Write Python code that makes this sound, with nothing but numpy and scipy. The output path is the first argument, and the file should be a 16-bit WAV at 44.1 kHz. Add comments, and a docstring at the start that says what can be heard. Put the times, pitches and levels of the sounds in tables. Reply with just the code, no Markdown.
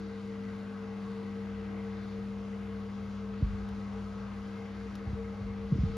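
"""An old desk fan runs on a laminate floor in front of a phone with two microphones.
From the start its induction motor hums at mains multiples and whines at its rotor slots, as sums of sines;
three blades beat, filtered noise rushes and buffets, and the head swings to and fro, mostly towards the
front later. Then come soft blows through the floor boards, as thuds that fall in pitch with a scattered
echo, and among them two ticks of the cage, as short coloured noise bursts."""
import sys
import numpy as np
from scipy import signal
from scipy.fft import rfft, irfft, next_fast_len
from scipy.io import wavfile
from scipy.ndimage import uniform_filter1d

SR = 44100
rng = np.random.default_rng(int(sys.argv[2]) if len(sys.argv) > 2 else 0)


def materialize(psi):
    """Save the field psi as 16-bit PCM at rate SR to the path in sys.argv[1].

    A 1-D psi becomes a single channel; in a 2-D psi each row is a channel.
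    """
    bounded = np.clip(np.atleast_2d(psi).T, -1, 1)
    quanta = np.round(bounded * 32767).astype(np.int16)
    wavfile.write(sys.argv[1], SR, quanta)


N = 263261
T = np.arange(N) / SR
SIZE = next_fast_len(N + SR)  # transform length, with a second to spare
HZ = np.maximum(np.arange(SIZE // 2 + 1) * SR / SIZE, 1.)
BLADES = 3


def undb(db):
    """Decibel law: 20 dB is a tenfold amplitude."""
    return 10 ** (np.asarray(db) / 20)


def curve(table):
    """Linear interpolation of a table's columns over time."""
    s, *columns = np.transpose(table)
    return [np.interp(T, s, column) for column in columns]


def along(table, column=1):
    """Interpolation of a table's column over the logarithm of frequency."""
    table = np.array(table)
    return np.interp(np.log(HZ), np.log(table[:, 0]), table[:, column])


def between(pair, facing):
    """Linear blend from head turned away to head facing the phone."""
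    return pair[0] + (pair[1] - pair[0]) * facing


def walk(rate_hz):
    """Smoothed random modulation: levels held 1 / rate_hz and slewed twice; spread near 1."""
    hold = int(SR / rate_hz)
    steps = np.repeat(rng.standard_normal(N // hold + 1), hold)
    slewed = uniform_filter1d(uniform_filter1d(steps, hold), hold)
    return np.sqrt(2) * slewed[:N]


def tone(turns, db, pan_db, lag):
    """Level and phase difference between microphones: a sine pan_db louder and lag radians ahead at left."""
    left = undb(db + pan_db / 2) * np.sin(2 * np.pi * turns + lag / 2)
    right = undb(db - pan_db / 2) * np.sin(2 * np.pi * turns - lag / 2)
    return np.sqrt(2) * np.array([left, right])  # db is an rms level


# Magnetic hum lines: mains_multiple, shaft_multiple, level_db (relative to the hum level), flutter_db
HUM_LINES = [(2, 0, -11, 1), (4, 0, -0.5, 0.68), (2, -1, -30, 0.5), (2, 1, -19, 2.5), (4, -1, -29.5, 3.5),
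             (4, 1, -30, 6.5)]
# Hum level over time: start_s, level_db
HUM_LEVEL = [(0, -41), (2, -38.5), (4.2, -39.5), (5.1, -42), (5.45, -39.5), (5.97, -40)]
# Rotor whine before its fades and flutter: start_s, level_db
WHINE_LEVEL = [(0.0, -52), (0.2, -47), (0.6, -49), (1.9, -47.5), (2.4, -51), (2.84, -47.5), (3.2, -53),
               (3.5, -54), (3.8, -53), (4.16, -52), (4.6, -48.5), (5.15, -49), (5.35, -49), (5.85, -48.5),
               (5.97, -45.5)]
# Short irregular dips in the whine's level: centre_s, depth_db, width_s
WHINE_DIPS = [(2.59, -5.5, 0.028), (2.929, -11.5, 0.048), (3.17, -8, 0.026), (3.425, -10, 0.026),
              (3.895, -11, .015), (4.3, -19, 0.039), (4.68, -8, 0.021), (4.76, -6, 0.016), (4.82, 0, 0.014),
              (5.055, -8, 0.015), (5.255, -1, .02), (4.96, -13, 0.046), (5.14, -17, 0.023),
              (5.32, -5, 0.041), (5.44, -8, 0.038), (5.56, -10, 0.013), (5.71, -6, 0.033),
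              (5.8, -19, 0.016), (5.925, -10, 0.012)]
MAINS_HZ, SLOTS = 49.89, 17
WHINE_FADES_DB = (0.5, 2)  # depth of its short fades: turned away, facing


def motor(shaft, facing):
    """Magnetic forces hum with shaft sidebands; slot passing sings alone and above twice the mains."""
    (hum_db,), (whine_db,) = curve(HUM_LEVEL), curve(WHINE_LEVEL)
    hum = 0
    for mains_multiple, shaft_multiple, level_db, flutter_db in HUM_LINES:
        turns = mains_multiple * MAINS_HZ * T + shaft_multiple * shaft + rng.random()
        hum = hum + tone(turns, hum_db + level_db + flutter_db * walk(12), 3.0, 0.069)
    slots = SLOTS * shaft + 0.016 * walk(19) + 0.047 * walk(45)  # the pitch of the whine trembles
    # Squaring makes the short fades deep now and then
    fades_db = between(WHINE_FADES_DB, facing) * (1 - walk(26) ** 2)
    for centre_s, depth_db, width_s in WHINE_DIPS:
        fades_db = fades_db + depth_db * np.exp(-((T - centre_s) / width_s) ** 2)
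    flutter_db = 1.63 * walk(22) + 1.8 * walk(50)
    whine = tone(2 * MAINS_HZ * T + slots, whine_db + fades_db + flutter_db, 3.3, -0.16)
    return hum + whine + tone(slots, -67 + 3 * walk(15), 12.0, 2.8)


# Blade overtones: multiple, level_db (before swells, fades and the turn of the head), flutter_db,
# right_lag_rad
BLADE_OVERTONES = [(2, -68, 3, 0.64), (3, -60, 2.5, 0.12), (4, -62, 1, 0.26), (5, -64.5, 2, 0.97)]
# Overtones that come and go: start_s, fourth_multiple_db, fifth_multiple_db
OVERTONE_SWELLS = [(0, -7, 2), (.3, 4, -2), (.6, 1, -2), (.9, 4, -2), (1.15, 2, 0.5), (1.6, -1, 8),
                   (1.85, -9, 3), (2.6, -3.5, -2), (3.05, -1, 6), (3.3, -3, -10), (3.8, -6, 5),
                   (4.2, -4, -5), (4.8, -11, -4), (5.02, -4, 8), (5.2, -7, -4), (5.5, 4, -11),
                   (5.7, -12, 1)]
BEAT_DB, OVERTONES_DB = (-62, -52), (2, -3)  # turned away, facing
OVERTONE_FADES_DB = 3.5


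def blades(shaft, facing):
    """Blade passing makes a harmonic series; facing lifts its beat, lowers its overtones; turbulence shakes it."""
    beat_turns = BLADES * shaft + 0.041 * walk(2.5)
    out = tone(beat_turns, between(BEAT_DB, facing) + 3.0 * walk(9), 1.9, 0.094)
    swells_db = [0, 0] + curve(OVERTONE_SWELLS)
    for (multiple, level_db, flutter_db, right_lag), swell_db in zip(BLADE_OVERTONES, swells_db):
        turns = multiple * BLADES * shaft + rng.random() + 0.012 * multiple * walk(15)
        db = level_db + swell_db + between(OVERTONES_DB, facing) + flutter_db * walk(10)
        fades_db = OVERTONE_FADES_DB * (1 - walk(8) ** 2)
        out = out + tone(turns, db + fades_db, 2.3, right_lag)
    return out


# Air noise colour common to both microphones: frequency_hz, relative_density_db (per Hz)
RUSH_MID = [(60, -11.5), (150, 1), (260, 3), (400, 0.5), (1300, -3), (2300, -13), (4500, -18.5),
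            (6800, -26), (7500, -32), (7900, -72), (8800, -48), (9300, -34), (11500, -37), (14000, -51)]
# Air noise colour opposite in the two microphones: frequency_hz, relative_density_db (per Hz)
RUSH_SIDE = [(60, -16), (150, -10), (300, -16), (600, -6), (1900, -15.5), (3500, -24.5), (4800, -24.5),
             (5900, -33.5), (7700, -24.5), (10200, -36.5), (10700, -63.5), (12700, -59.5), (13300, -42.5),
             (15500, -48)]
# Share of the opposite part that follows the common part, as the fan stands nearer the left microphone:
# frequency_hz, in_phase_share (fraction), quarter_cycle_ahead_share (fraction)
LEAN = [(60, 0.29, 0.045), (300, 0.28, -.05), (1000, .34, -.05), (2000, 0.36, .25), (3000, 0.47, .45),
        (5000, 0.24, .45), (7500, 0.1, -0.27)]
# Narrow peaks and dips in the air noise, before flutter: centre_hz, width_hz, gain_db,
# facing_db (added to the peak or dip when the head faces the phone)
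PEAKS_AND_DIPS = [(517, 81, 2.5, 0), (808, 16, 5.5, -1), (1113, 26, 6, 3), (1277, 45, 5, 4),
                  (1583, 170, 4.5, -3.5), (1750, 110, -7.5, -7.5), (1870, 88, -0.5, 7.5),
                  (2540, 830, 2, 2.5), (1963, 70, 7.5, -5), (2126, 90, 6, 0)]
# Rush level before the blade pulse: start_s, level_db, treble_lift_db
RUSH_LEVEL = [(0, -51.5, 2), (.7, -50.5, 1), (2.2, -50.5, 0.5), (3.2, -51, 1), (4.4, -50.5, 2.5),
              (5.55, -50, -0.5), (5.85, -51.5, 6), (5.97, -50.5, 4.5)]
TREBLE_HZ = 4300


def rush(shaft, facing):
    """Turbulence is broadband noise: half-octave bands, peaks and dips flicker; all pulse with the blades."""
    common, separate = (rfft(rng.standard_normal(SIZE)) for _ in range(2))
    lean = along(LEAN) + 1j * along(LEAN, column=2)
    unshared = np.sqrt(np.clip(1 - np.abs(lean) ** 2, 0, 1))
    mid = common * undb(along(RUSH_MID))
    side = (lean * common + unshared * separate) * undb(along(RUSH_SIDE))
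    stereo = np.array([mid + side, mid - side])

    def through(gain):
        """Linear filtering: the air noise shaped by a gain over frequency."""
        return irfft(gain * stereo, SIZE)[:, :N]

    rush_db, treble_db = curve(RUSH_LEVEL)
    out = 0
    for centre_hz in 2 ** np.arange(5, 14.6, 1 / 2):
        band = np.cos(np.pi / 2 * np.clip(2 * np.log2(HZ / centre_hz), -1, 1)) ** 2
        lift_db = treble_db * np.exp(-np.log2(centre_hz / TREBLE_HZ) ** 2)
        flicker_db = 1.0 * walk(13) + 0.58 * walk(4.1)
        out = out + undb(flicker_db + lift_db) * through(band)
    for centre_hz, width_hz, gain_db, facing_db in PEAKS_AND_DIPS:
        # A gain below 0 dB is subtracted, which leaves a dip
        change = (undb(gain_db) - 1) / (1 + (2 * (HZ - centre_hz) / width_hz) ** 2)
        flutter_db = 1.4 * walk(4.5) + 2.8 * walk(19) + 1.6 * walk(60)
        out = out + undb(facing_db * facing + flutter_db) * through(change)
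    pulse = 1 + 0.045 * np.sin(2 * np.pi * BLADES * shaft) + 0.026 * np.sin(2 * np.pi * shaft)
    return out * pulse * undb(rush_db) / np.std(out)


# Colour of the low buffeting: frequency_hz, relative_density_db (per Hz)
RUMBLE_COLOUR = [(20, -23), (35, -3.5), (55, 0), (80, 1.5), (130, -4), (200, -19.5), (400, -77.5)]
# Low buffeting level over time, before its flutter: start_s, level_db
RUMBLE_LEVEL = [(0, -60.5), (1, -59.5), (2, -59.5), (3, -55.5), (3.7, -54), (4.3, -57), (5, -54),
                (5.97, -53)]


def draught():
    """Pressure fluctuation: the air stream buffets floor and phone with partly shared low noise."""
    colour = undb(along(RUMBLE_COLOUR))
    both, left, right = (irfft(rfft(rng.standard_normal(SIZE)) * colour, SIZE)[:N] for _ in range(3))
    out = np.array([both + 0.3 * left, both + 0.26 * right])
    (rumble_db,) = curve(RUMBLE_LEVEL)
    return out * undb(rumble_db + 3.1 * walk(10)) / np.std(out)


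LOW_SPREAD = 1.42  # the colour of a blow spreads this much wider below its centre
EDGE_HZ = 400


def thud(arrival_s, peak_db, centre_hz, width_octaves, lag_s, edge_db):
    """Group delay: each frequency arrives at arrival_s - lag_s + lag_s * 100 / Hz, high before low."""
    width = width_octaves * np.where(HZ < centre_hz, LOW_SPREAD, 1)
    colour = np.exp(-.5 * (np.log2(HZ / centre_hz) / width) ** 2)
    # The hard edge of the contact
    colour += undb(edge_db) / (1 + (HZ / EDGE_HZ) ** 6) / (1 + (centre_hz / HZ) ** 4)
    turns = HZ * (arrival_s - lag_s) + 100 * lag_s * np.log(HZ / 100)
    wave = -colour * np.exp(-2j * np.pi * turns)
    return wave * undb(peak_db) / np.abs(irfft(wave, SIZE)).max()


# Floor blows before their echo: arrival_s (of 100 Hz), peak_db, centre_hz, width_octaves,
# lag_s (of 100 Hz behind the highest pitches), edge_db (hard edge relative to the thud's colour)
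BLOWS = [(3.417, -32, 220, 0.3, 0.004, -25), (3.4241, -31, 420, 0.4, 0.00084, -27),
         (3.4305, -17, 68, 0.94, 0.0088, -34), (3.468, -28, 54.8, 0.36, 0.0078, -30),
         (3.506, -33.5, 52.4, 0.51, 0.0089, -31), (3.543, -36, 71, 0.63, 0.015, -34),
         (3.64, -44.5, 60, 0.5, 0.0083, -32), (3.715, -40, 70, 0.46, 0.013, -31),
         (3.89, -38, 75, 0.34, 0.014, -30), (5.075, -27.5, 78, 0.47, 0.0108, -35),
         (5.102, -32.5, 77, 0.6, 0.0098, -37), (5.137, -26, 84.7, 0.51, 0.0097, -24),
         (5.418, -33, 96.5, .35, 0.014, -42), (5.445, -36, 54.7, 0.31, 0.01, -40),
         (5.503, -36, 80.5, 0.41, 0.011, -30), (5.736, -17, 156, 0.26, 0.0206, -23),
         (5.753, -26.5, 84.4, 0.3, 0.0148, -28), (5.767, -26, 192, 0.4, 0.0106, -15),
         (5.795, -21.5, 70, 0.78, 0.014, -20), (5.818, -28, 60.8, 0.35, 0.01, -35),
         (5.8433, -18.5, 159, 0.36, 0.0127, -34), (5.856, -23.5, 80, 0.4, 0.016, -31),
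         (5.873, -28, 55, 0.59, 0.012, -32), (5.906, -31, 129.8, 0.59, 0.012, -35),
         (5.915, -41, 50, 0.5, 0.01, -35), (5.94, -37, 91, 0.34, 0.01, -35)]
BLOW_LAG_S = 0.00018  # a blow reaches the right microphone this much later
ECHO_DB, ECHO_T60_S = -7, 0.54
LINGER_DB, LINGER_T60_S = -14, 2.5  # late part of the echo
BOOM_HZ, BOOM_WIDTH_HZ = 44.2, 76


def floor_blows():
    """The lows of each blow lag its highs, so blows fall in pitch; a scattered echo follows."""
    side_delay = np.exp(1j * np.pi * HZ * BLOW_LAG_S * np.array([[1], [-1]]))
    direct = sum(thud(*blow) for blow in BLOWS) * side_delay
    t = np.arange(SR) / SR
    decay = np.exp(-np.log(1000) * t / ECHO_T60_S)
    decay += undb(LINGER_DB) * np.exp(-np.log(1000) * t / LINGER_T60_S) * (1 - t)
    scatter = rng.standard_normal((3, SR)) * decay * np.minimum(t / 0.012, 1)
    # One shared echo plus a separate one on each side
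    scatter = (scatter[0] + 0.5 * scatter[1:]) / np.linalg.norm(scatter[0])
    # The echo is strongest around one low note
    boom = 1 / np.sqrt(1 + (2 * (HZ - BOOM_HZ) / BOOM_WIDTH_HZ) ** 2)
    echo = undb(ECHO_DB) * boom * rfft(scatter, SIZE)
    return irfft(direct * (1 + echo), SIZE)[:, :N]


# Cage ticks: start_s, peak_db (of the part common to both microphones)
TICKS = [(3.688, -48.5), (4.9535, -42.5)]
# Tick colour: frequency_hz, level_db (over the colour of the rush)
TICK_COLOUR = [(1000, -31), (2600, 6), (3300, 12), (5200, 12), (6500, 13), (10000, 15), (12500, 22),
               (15000, 3)]


def ticks():
    """Impulsive excitation: short wire clicks with a small room tail, coloured over the rush's own colour."""
    t = np.arange(SR // 10) / SR
    onset = 1 - np.exp(-t / .0004)
    shape = onset * (np.exp(-(t / .0045) ** 2) + 0.3 * np.exp(-t / .012))
    colour = undb(along(TICK_COLOUR) + np.array([along(RUSH_MID), along(RUSH_SIDE)]))
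    out = np.zeros((2, N + SR))
    for start_s, peak_db in TICKS:
        click = rng.standard_normal((2, len(t))) * shape
        mid, side = irfft(rfft(click, SIZE) * colour, SIZE)
        burst = np.roll([mid + .6 * side, mid - .6 * side], int(start_s * SR), axis=1)[:, :N + SR]
        out += burst * undb(peak_db) / np.abs(mid).max()
    return out[:, :N]


# Head, swinging to and fro, and motor, which slows a little while a hand holds the cage:
# start_s, shaft_speed_hz, facing (0 turned away to 1 facing the phone)
HEAD = [(0, 20.76, 0.04), (.9, 20.55, 0), (1.35, 20.87, 0.73), (1.9, 20.7, 0.43), (2.6, 20.76, 0.9),
        (3.0, 20.51, 0.7), (3.6, 20.3, 1), (4.25, 20.57, 0.98), (4.6, 20.94, 0.4), (4.85, 20.79, 1),
        (5.3, 20.93, 0.9), (5.97, 20.74, 0.3)]


def scene():
    """Superposition of fan, floor and cage; one integrated shaft speed drives all rotating parts."""
    shaft_hz, facing = curve(HEAD)
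    shaft = np.cumsum(shaft_hz) / SR  # turns
    fan = motor(shaft, facing) + blades(shaft, facing) + rush(shaft, facing) + draught()
    return fan + floor_blows() + ticks()


BASS_HZ, TOP_HZ = 33, 14000


def record(dry):
    """Band limiting: the phone cuts the deep bass and the top."""
    bass_cut = signal.butter(4, BASS_HZ, "high", fs=SR, output="sos")
    top_cut = signal.ellip(8, .2, 70, TOP_HZ, fs=SR, output="sos")
    return signal.sosfilt(top_cut, signal.sosfilt(bass_cut, dry))


dry = scene()
out = record(dry)
materialize(out)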